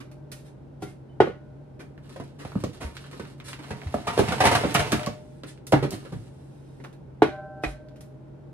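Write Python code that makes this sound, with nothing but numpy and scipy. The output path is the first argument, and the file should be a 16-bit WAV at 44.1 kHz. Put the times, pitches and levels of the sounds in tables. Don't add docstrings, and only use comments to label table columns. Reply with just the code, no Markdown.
import sys
import numpy as np
from scipy import signal
from scipy.fft import rfft, irfft, next_fast_len
from scipy.io import wavfile
from scipy.ndimage import uniform_filter1d

SR = 44100
rng = np.random.default_rng(int(sys.argv[2]) if len(sys.argv) > 2 else 0)


def unload_wav(signal):
    wavfile.write(
        sys.argv[1],
        SR,
        np.round(np.clip(np.atleast_2d(signal).T, -1, 1) * 32767).astype(np.int16),
    )


N = 376173
TIME = np.arange(N) / SR
LENGTH = 16384
AGE = np.arange(LENGTH) / SR


def amp(db):
    return 10 ** (np.asarray(db) / 20)


def unit(x):
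    return x / np.sqrt(np.mean(x ** 2) + 1e-20)


def opening(x, size=2205):
    return x / np.sqrt(np.mean(x[..., :size] ** 2) + 1e-20)


def read(points, hz):
    row_hz, value = np.transpose(points)
    return np.interp(np.log(hz + 1), np.log(row_hz + 1), value)


def add(mix, start, sound):
    part = mix[:, max(round(start * SR), 0):][:, :sound.shape[1]]
    part += sound[:, :part.shape[1]]


def through(x, response):
    return signal.fftconvolve(np.atleast_2d(x), np.atleast_2d(response), axes=1)[:, :x.shape[-1]]


def colour(points, tilt_db=0., size=4096):
    hz = np.fft.rfftfreq(size, 1 / SR)
    octaves_up = np.log2(np.maximum(hz / 1700, 1))
    log_gain = np.log(amp(read(points, hz) + tilt_db * octaves_up))
    mirrored = np.concatenate([log_gain, log_gain[-2:0:-1]])
    return np.fft.ifft(np.exp(signal.hilbert(mirrored).conj())).real


def ring(tones, t):
    return sum(amp(db - 60 * t / fade) * np.sin(2 * np.pi * hz * t) for hz, db, fade in tones)


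def rise(t, rise_s):
    return 1 - np.exp(-(t / rise_s) ** 2)


def sides(balance_db):
    return amp([[balance_db / 2], [-balance_db / 2]])


def wander(first_size, second_size):
    return unit(uniform_filter1d(uniform_filter1d(rng.standard_normal(N), first_size), second_size))


def uneven(depth_db, size):
    return unit(amp(depth_db * np.clip(wander(size, size), -2, 2)))


# frequency in Hz, likeness from 0 to 1.
LIKENESS = [(150, 0.78), (450, 0.17), (1200, 0.12), (3000, 0.071), (9000, 0.23)]


def pair(spectra, hz):
    alike = read(LIKENESS, hz)[:, None]
    return np.array([spectra[0], alike * spectra[0] + np.sqrt(1 - alike ** 2) * spectra[1]])


# frequency in Hz, relative level in dB.
AIR = [(25, -49), (45, -13.5), (106, -15.5), (139, -10.5), (202, -17.5), (318, -15), (543, -24.5),
       (604, -22), (691, -32.5), (790, -27), (1180, -40.5), (1460, -38.5), (1720, -44.5), (13000, -72),
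       (15500, -89)]


def room_tone(air_db=-47.5, hum_db=-48, hum_hz=136.7, waver_hz=3.46, throb=0.072):
    hz, _, spectra = signal.stft(rng.standard_normal((2, N)), SR, nperseg=4096)
    air = signal.istft(pair(spectra, hz) * amp(read(AIR, hz))[:, None], SR)[1][:, :N]
    pitch_hz = hum_hz + waver_hz * wander(3000, 1500)
    loudness = 1 + throb * wander(3000, 1500)
    hum = np.sin(2 * np.pi * np.cumsum(pitch_hz) / SR) * loudness
    return amp(air_db) * unit(air) + amp(hum_db) * unit(hum)


# frequency in Hz, fade time in seconds.
ROOM_FADES = [(100, 0.3), (400, 0.17), (1500, .21), (4000, 0.22), (9000, 0.21), (15000, 0.054)]


def pantry(echo_db):
    hz, t, spectra = signal.stft(rng.standard_normal((2, LENGTH)), SR, nperseg=256)
    spectra = pair(spectra, hz) * amp(-60 * t / read(ROOM_FADES, hz)[:, None])
    tail = signal.istft(spectra, SR)[1][:, :LENGTH] * rise(AGE, 0.0023)
    return (AGE == 0) + amp(echo_db) * tail / np.linalg.norm(tail[0])


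# frequency in Hz, lag in radians.
LEFT_LAG = [(120, .05), (450, 0.49), (1300, 1.1), (4200, 2.52), (10500, 6.76), (16000, 10.6)]


def from_side(x, bearing):
    size = 2 * next_fast_len(N)
    lag = bearing * read(LEFT_LAG, np.fft.rfftfreq(size, 1 / SR))
    left = irfft(rfft(x[0], size) * np.exp(-1j * lag))[:N]
    return np.array([left, x[1]])


# pitch in Hz, relative level in dB, fade time in seconds.
METAL_PAIR = [(601, 3.5, 2.3), (618, -3, 3.86)]
# pitch in Hz, relative level in dB, fade time in seconds,
# time in seconds of the extra fade once touched.
METAL_OVERTONES = [(775, -0.5, 3.3, 0.18), (1036, -11, 1.3, .8), (1340, -17, 2.8, 1.2), (1437, -21, 1, 1),
                   (1550, -4.5, 1.9, 2.5), (1690, -20, 0.88, .7)]
# start in seconds, level in dB, overtone gain in dB,
# moment it is touched in seconds.
METAL_BLOWS = [(0., -56.5, -9, 0.41), (1.205, -54.5, -8, 2), (7.221, -40, 2.5, 7.7)]


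def thin_metal(swell_s=0.065):
    out, t = np.zeros((2, N)), TIME[:2 * SR]
    swell = rise(t, swell_s)
    for start, db, overtones_db, touched_at in METAL_BLOWS:
        since_touch = np.maximum(start + t - touched_at, 0)
        overtones = sum(ring([tone], t) * amp(-60 * since_touch / extra_fade)
                        for *tone, extra_fade in METAL_OVERTONES)
        sound = (ring(METAL_PAIR, t) + amp(overtones_db) * overtones * swell) * swell
        add(out, start, np.tile(amp(db) * sound, (2, 1)))
    return out * uneven(depth_db=1.1, size=500)


# start in seconds, level in dB, pitch in Hz, fade time in seconds.
THUMPS = [(2.555, -7.5, 189, 0.053), (2.843, -20, 70, 0.14), (3.859, -16.5, 84, 0.12),
          (5.731, -13, 140, 0.21), (5.733, -16.5, 69.7, 0.17), (7.657, -23.5, 50.3, 0.29)]


def thumps(rise_s=0.007):
    out = np.zeros((2, N))
    for start, db, hz, fade in THUMPS:
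        tone = ring([(hz, db, fade)], AGE) * rise(AGE, rise_s)
        add(out, start, np.tile(tone, (2, 1)))
    return out


def strokes(rows, attack_s, release_s):
    speed = np.zeros(N)
    for start, length, db in rows:
        age = np.maximum(TIME - start, 0)
        slowing = np.exp(-np.maximum(age - length, 0) / release_s)
        speed += amp(db) * (1 - np.exp(-age / attack_s)) * slowing
    return speed


def grain_sizes(grain_db, count):
    return amp(grain_db * np.minimum(rng.exponential(1, count), 4))


def friction(stroke, body, slips_per_s, grain_db, echo_db):
    slipping = rng.random(N) < slips_per_s / SR
    slips = slipping * rng.choice([-1., 1.], N) * grain_sizes(grain_db, N)
    response = through(pantry(echo_db), body)
    return through(unit(slips) * stroke, response / np.linalg.norm(response[0]))


# frequency in Hz, relative level in dB.
SWISH_TONE = [(500, -13), (1500, 2), (3500, 1), (7200, -3.5), (10000, 0), (13000, -11.5), (15500, -37)]
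# start in seconds, length in seconds, level in dB.
SWISHES = [(.36, 0.029, -61), (.44, 0.032, -59.5), (.8, 0.1, -60.5), (3.438, 0.069, -45.5),
           (5.15, 0.24, -71), (5.46, 0.026, -47), (5.91, 0.032, -52), (5.98, 0.29, -64.5), (6.3, 0.57, -71),
           (7.618, 0.088, -55)]


def swishes(stir_db=-82):
    stroke = strokes(SWISHES, attack_s=0.0052, release_s=0.014) + amp(stir_db)
    return friction(stroke, colour(SWISH_TONE), slips_per_s=9000, grain_db=3.5, echo_db=7.5) * sides(-1)


def clank(count=18, low_hz=1002.6, high_hz=4606, fade_s=0.06):
    pitches = low_hz * (high_hz / low_hz) ** rng.random(count)
    sound = ring([(hz, 0, fade_s) for hz in pitches], AGE[:LENGTH // 4])
    return sound / np.linalg.norm(sound)


# frequency in Hz, relative level in dB.
HOLLOW_TONE = [(130, -29), (270, 10.5), (480, 2.5), (750, -5), (1100, -5), (1550, -13), (2300, -33),
               (4000, -48.5)]
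RUSTLE_TONE = [(500, 0.5), (1200, -0.5), (2500, -2), (4500, -3.5), (7200, -10), (10000, -9.5),
               (13300, -19.5), (15000, -40.5)]
# start in seconds, length in seconds, level in dB.
RUBS = [(2.02, 0.1, -54), (2.38, 0.33, -54.5), (2.88, 0.37, -55), (3.5, 0.93, -52.5), (5.84, 0.27, -58.5)]


def rubs(hollow_db=-3, wall_db=-6):
    stroke = strokes(RUBS, attack_s=0.037, release_s=0.11) * uneven(depth_db=3.5, size=700)
    rustle = friction(stroke, colour(RUSTLE_TONE), slips_per_s=550, grain_db=5, echo_db=2.5)
    catches = friction(stroke, clank(), slips_per_s=45, grain_db=4, echo_db=0)
    nudges = friction(stroke, colour(HOLLOW_TONE), slips_per_s=50, grain_db=6, echo_db=1)
    return (rustle + amp(wall_db) * catches + amp(hollow_db) * nudges) * sides(-2)


# pitch in Hz, relative level in dB, fade time in seconds.
SHELL_TONES = [(716, 3.5, .25), (909, -0.5, 0.29), (997, -0.5, 0.14), (1098, -7.5, 0.21), (1230, -4.5, .18),
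               (1460, -3, 0.1), (1764, -1.5, 0.092), (1930, -5.5, 0.11), (2170, -2, .1), (2370, -8, .11),
               (2814, -6.5, 0.1)]


def can_shell(pitch_spread=0.03):
    tuning = 1 + pitch_spread * rng.uniform(-1, 1)
    return ring([(hz * tuning, db, fade) for hz, db, fade in SHELL_TONES], AGE)


# frequency in Hz, relative level in dB.
SCRAPE_TONE = [(60, -22.5), (120, 1), (300, -3.5), (750, -0.5), (1300, -12), (2200, -11.5), (3500, -16.5),
               (7000, -30.5), (15000, -52.5)]
# start in seconds, length in seconds, level in dB.
DRAGS = [(3.6, 0.53, -50.5), (4.1, 0.851, -34.5)]


def drags(shell_db=-3, hiss_db=-7):
    stroke = strokes(DRAGS, attack_s=0.038, release_s=0.079) * uneven(depth_db=2, size=400)
    scrape = friction(stroke, colour(SCRAPE_TONE), slips_per_s=400, grain_db=4, echo_db=-3)
    hiss = friction(stroke, colour(RUSTLE_TONE), slips_per_s=900, grain_db=2.5, echo_db=4.5)
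    shells = friction(stroke, can_shell(), slips_per_s=350, grain_db=5, echo_db=0)
    return (scrape + amp(hiss_db) * hiss + amp(shell_db) * shells) * sides(-3)


# start in seconds, level in dB, pitch in Hz, fade time in seconds.
PINGS = [(.823, -41.5, 1383, 0.16), (.86, -51.5, 2130, 0.23), (1.09, -59.5, 3030, 0.13),
         (2.638, -25.5, 692, 0.041), (4.074, -19.5, 1222, 0.14), (4.402, -16, 728, 0.13),
         (4.975, -32.5, 606, 1), (5.066, -21, 1121, 0.064), (5.727, -10, 638, 0.077),
         (7.637, -21, 2474, 0.065), (7.637, -18, 1958, 0.037)]


def pings():
    out, t = np.zeros((2, N)), TIME[:SR]
    for start, db, hz, fade in PINGS:
        tone = ring([(hz, db, fade)], t) * rise(t, 0.003 + 0.015 * fade)
        add(out, start, through(tone, pantry(echo_db=-11.5)))
    return out


def contacts(spread_s, grain_db, firm=0.86, brush_s=0.011):
    progress = AGE / spread_s
    sizes = rng.standard_normal(LENGTH) * grain_sizes(grain_db, LENGTH)
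    chatter = np.sqrt(progress) * np.exp(-progress) * sizes
    peak = np.arange(LENGTH) == round(spread_s / 2 * SR)
    firmness = firm * np.exp(-spread_s / brush_s)
    return chatter / np.linalg.norm(chatter) + firmness * peak


def scatter(force, echo_db, bay_fade_s=0.089, room_fade_s=0.31, room_db=-8, likeness=0.23):
    decay = amp(-60 * AGE / bay_fade_s) ** 2 + amp(room_db - 60 * AGE / room_fade_s) ** 2
    decay *= 1 - np.exp(-AGE / 0.002)
    level = np.sqrt(abs(through(force ** 2, decay / decay.sum())))
    noise = rng.standard_normal((3, LENGTH))
    hiss = np.sqrt(likeness) * noise[0] + np.sqrt(1 - likeness) * noise[1:]
    return force + amp(echo_db) * level * hiss


# multiple of its centre frequency, relative level in dB.
SNAP_TONE = [(.1, -30), (.4, -3), (1, -4), (1.5, -11.5), (5, -34.5)]
# start in seconds, level in dB, centre frequency in Hz.
SNAPS = [(1.978, -59, 1800), (2.519, -49.5, 1370), (2.638, -45.5, 5500), (2.968, -45.5, 3530),
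         (3.252, -54, 2200), (3.401, -50.5, 2490), (3.531, -43.5, 2800), (3.641, -51.5, 1900),
         (3.817, -49.5, 1980), (3.871, -51, 1960), (4.188, -49, 9000), (4.743, -36.5, 9800),
         (4.92, -37, 9000), (5.032, -43.5, 3200), (5.062, -40, 5100), (5.435, -52, 3800),
         (5.576, -64, 3200), (5.668, -52, 9900), (5.721, -45, 9200), (5.907, -45, 9500),
         (6.848, -48.5, 1490), (7.886, -67.5, 4200)]


def snaps():
    out = np.zeros((2, N))
    for start, db, hz in SNAPS:
        click = scatter(contacts(spread_s=0.0007, grain_db=3.5), echo_db=1.5)
        tone = colour([(multiple * hz, level) for multiple, level in SNAP_TONE])
        add(out, start, amp(db) * opening(through(click, tone)))
    return out * sides(-2.5)


# frequency in Hz, relative level in dB.
CLATTER_TONE = [(700, -29.5), (1200, -1), (1750, 0), (2500, -0.5), (3300, -2), (5000, -3), (7300, -8.5),
                (10000, -6.5), (13300, -18), (15500, -35.5)]


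def clatter(force, db, tilt_db, echo_db, clank_db=-11):
    crack = scatter(force, echo_db)
    crack = crack + amp(clank_db) * through(crack, clank())
    return amp(db) * opening(through(crack, colour(CLATTER_TONE, tilt_db)))


# start in seconds, clatter level in dB,
# treble tilt in dB per octave, spread of the contact in seconds.
TOUCHES = [(0.002, -52, -2.5, 0.0046), (0.115, -62, 1.5, 0.00073), (0.316, -45, 3.5, 0.0047),
           (1.792, -50.5, -2.5, 0.012), (2.386, -48.5, -2.5, 0.025), (3.13, -52.5, -3.5, 0.0016),
           (3.482, -46, 1, 0.0031), (3.588, -52.5, -4.5, 0.0084), (4.708, -43, -2, 0.0015),
           (5.434, -51.5, -5, 0.0014), (5.667, -48, 5, .004), (6.049, -53, -4.5, 0.0051),
           (6.8, -61, -6, .002), (6.838, -53, -2.5, 0.0045), (6.927, -64, 0.5, .0024),
           (7.958, -64.5, 0, 0.0043), (8.007, -56.5, 4, 0.0029)]


def touches():
    out, hollow = np.zeros((2, N)), colour(HOLLOW_TONE)
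    for start, clatter_db, tilt_db, spread_s in TOUCHES:
        force = contacts(spread_s, grain_db=4.5)
        body_db = clatter_db - 1 - 1.9 * tilt_db
        body = amp(body_db) * opening(through(through(force, hollow), pantry(echo_db=4.5)))
        add(out, start, body + clatter(force, clatter_db, tilt_db, echo_db=6))
    return out * sides(-2)


# pitch in Hz, relative level in dB, fade time in seconds.
SHELVING_TONES = [(70, -27.5, 0.14), (113, -9, 0.37), (140, -3.5, 0.15), (176, 3, 0.053), (215.4, 1, 0.061)]


def thud(force, db, echo_db):
    shaking = through(force, ring(SHELVING_TONES, AGE))
    return amp(db) * opening(through(shaking, pantry(echo_db)))


# pitch in Hz, relative level in dB, fade time in seconds.
BOARD_TONES = [(325, -5.5, .08), (342, -7, .08), (401.8, -4, 0.1), (493, -11, .07), (579, -15.5, 0.13),
               (630, 4, 0.016), (744, 10, 0.014), (854, -17.5, 0.083), (953, -8.5, 0.056),
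               (1142, -10, 0.046), (1455, -12.5, 0.085), (1454, -39.5, 0.71), (1540, -18.5, 0.029),
               (2097, -28, 0.14), (2440, -32, 0.21), (3156, -26, 0.11)]
# multiple of the body pitch, gain in dB.
BUMP_TONE = [(0.301, -12), (0.598, -4.5), (1, 3.5), (1.7, -2.5), (3.002, -11)]
# start in seconds, body level in dB, body pitch in Hz,
# thud level in dB, clatter level in dB, treble tilt in dB per octave, spread of the contact in seconds.
BUMPS = [(0.82, -35.5, 356, -40, -47.5, 0.5, 0.0071), (1.27, -31, 450, -41, -58, -4, 0.0039),
         (2.159, -43, 560, -50, -52.5, -3.5, 0.0042), (2.198, -40, 640, -40.5, -52.5, -2.5, 0.0032),
         (2.45, -43.5, 470, -40, -50.5, -4, 0.001), (2.554, -34, 292, -31.5, -61, -6, 0.0027),
         (2.637, -30.5, 430, -31, -49.5, -2.5, 0.0017), (2.803, -40, 527, -40.5, -42, -1.6, 0.025),
         (3.196, -39.5, 473, -40, -46.5, -3.5, 0.0015), (3.705, -38.5, 500, -35.5, -41.5, -4.5, 0.0051),
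         (3.941, -27, 333, -31, -48, 0, 0.0021), (4.068, -32, 770, -35, -32, -4, 0.011),
         (4.175, -25, 450, -35.5, -34.5, -4, .004), (4.19, -19, 387, -23.5, -32.5, -1, 0.0037),
         (4.283, -48, 610, -29.5, -34, -4, 0.0033), (4.32, -32, 553, -32.5, -32, -4, 0.0036),
         (4.402, -22, 755, -32, -24.5, -4, 0.0068), (4.436, -21, 800, -39, -27.5, -3.5, 0.0094),
         (4.453, -22.5, 855, -25, -24, -2, 0.0029), (4.469, -25.5, 900, -29, -24.5, -4, 0.0018),
         (4.512, -24.5, 705, -31.5, -27, -3, 0.012), (4.549, -27.5, 730, -30, -25.5, -2.5, 0.0046),
         (4.636, -30, 560, -34.5, -37.5, -8, .0013), (4.646, -26, 310, -30, -43.5, -6.5, .002),
         (4.746, -27.5, 830, -27.5, -22.5, -3, 0.0054), (4.789, -28.5, 630, -27.5, -29.5, -2.5, 0.0088),
         (4.918, -33.5, 500, -36, -28.5, -3.5, 0.0053), (4.927, -26.5, 310, -25.5, -36, -6, 0.0024),
         (5.069, -33.5, 590, -32.5, -44.5, -7, 0.0021), (5.7223, -23, 536, -27, -29.5, -5.5, 0.003),
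         (5.733, -17, 464, -21, -32.5, -13, 0.0027), (5.824, -26.5, 418, -26.5, -38.5, -4, 0.01),
         (5.916, -36, 400, -36.5, -43.5, 1, 0.0135), (6.121, -41.5, 324, -32, -53, -2, 0.0085),
         (7.635, -30.5, 480, -41, -35.5, -4.5, 0.0037)]


def bumps(hollow_db=3, shell_db=-7, echo_db=-2.5):
    out = np.zeros((2, N))
    board, hollow = ring(BOARD_TONES, AGE), colour(HOLLOW_TONE)
    for start, body_db, body_hz, thud_db, clatter_db, tilt_db, spread_s in BUMPS:
        force, room = contacts(spread_s, grain_db=4.5), pantry(echo_db)
        body = opening(through(force, board)) + amp(hollow_db) * opening(through(force, hollow))
        body = through(body, colour([(multiple * body_hz, db) for multiple, db in BUMP_TONE]))
        shell = through(force, can_shell())
        sound = amp(body_db) * opening(through(body, room))
        sound += amp(clatter_db + shell_db) * opening(through(shell, room))
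        sound += thud(force, thud_db, echo_db)
        sound += clatter(force, clatter_db, tilt_db, echo_db + 8)
        add(out, start, sound)
    return out * sides(-1.7)


def knock(hz, cycles=1.93):
    progress = AGE * hz / cycles
    return opening(progress ** 2 * np.exp(-progress ** 2) * np.sin(2 * np.pi * hz * AGE))


# delay in seconds, gain in dB.
WALL_SLAPS = [(.016, -6.5), (.038, -15.5)]
# start in seconds, board level in dB, knock level in dB,
# can base pitch in Hz, wood pitch in Hz, thud level in dB, clatter level in dB,
# treble tilt in dB per octave, left minus right in dB.
SET_DOWNS = [(1.202, -23, -18.5, 758, 402, -29.5, -29.5, -9.5, -0.5),
             (7.2197, -22, -18.5, 782, 372, -32.5, -30, -7, -1)]


def set_downs(rise_cycles=1.5, base_db=-3.5):
    board = opening(sum(ring([(hz, db, fade)], AGE) * rise(AGE, rise_cycles / hz)
                        for hz, db, fade in BOARD_TONES))
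    out = np.zeros((2, N))
    for start, board_db, knock_db, base_hz, wood_hz, thud_db, clatter_db, tilt_db, side_db in SET_DOWNS:
        wood = knock(wood_hz)
        slaps = sum(amp(db) * np.interp(AGE - delay, AGE, wood, left=0) for delay, db in WALL_SLAPS)
        landing = amp(knock_db) * (amp(base_db) * knock(base_hz) + wood + slaps)
        force = contacts(spread_s=0.00326, grain_db=2)
        sound = through(landing + amp(board_db) * board, pantry(echo_db=-9))
        sound += thud(force, thud_db, echo_db=-1.5)
        sound += clatter(force, clatter_db, tilt_db, echo_db=11.5)
        add(out, start, sound * sides(side_db))
    return out


def scene(reach_start_s=1.8, reach_end_s=6.5, board_cut_hz=62):
    cans = set_downs() + bumps() + touches() + snaps() + pings() + drags() + rubs() + swishes()
    reaching = (TIME > reach_start_s) & (TIME < reach_end_s)
    cans = from_side(cans * reaching, bearing=0.9) + from_side(cans * ~reaching, bearing=-0.62)
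    cans = signal.sosfilt(signal.butter(4, board_cut_hz, "high", fs=SR, output="sos"), cans)
    return cans + thumps() + thin_metal() + room_tone()


def record(dry):
    dry = signal.sosfilt(signal.butter(2, 36, "high", fs=SR, output="sos"), dry)
    treble_cut = signal.firwin(511, 15800, window=("kaiser", 9), fs=SR)
    delay = 255
    return through(np.pad(dry, ((0, 0), (0, delay))), treble_cut)[:, delay:]


dry = scene()
out = record(dry)
unload_wav(out)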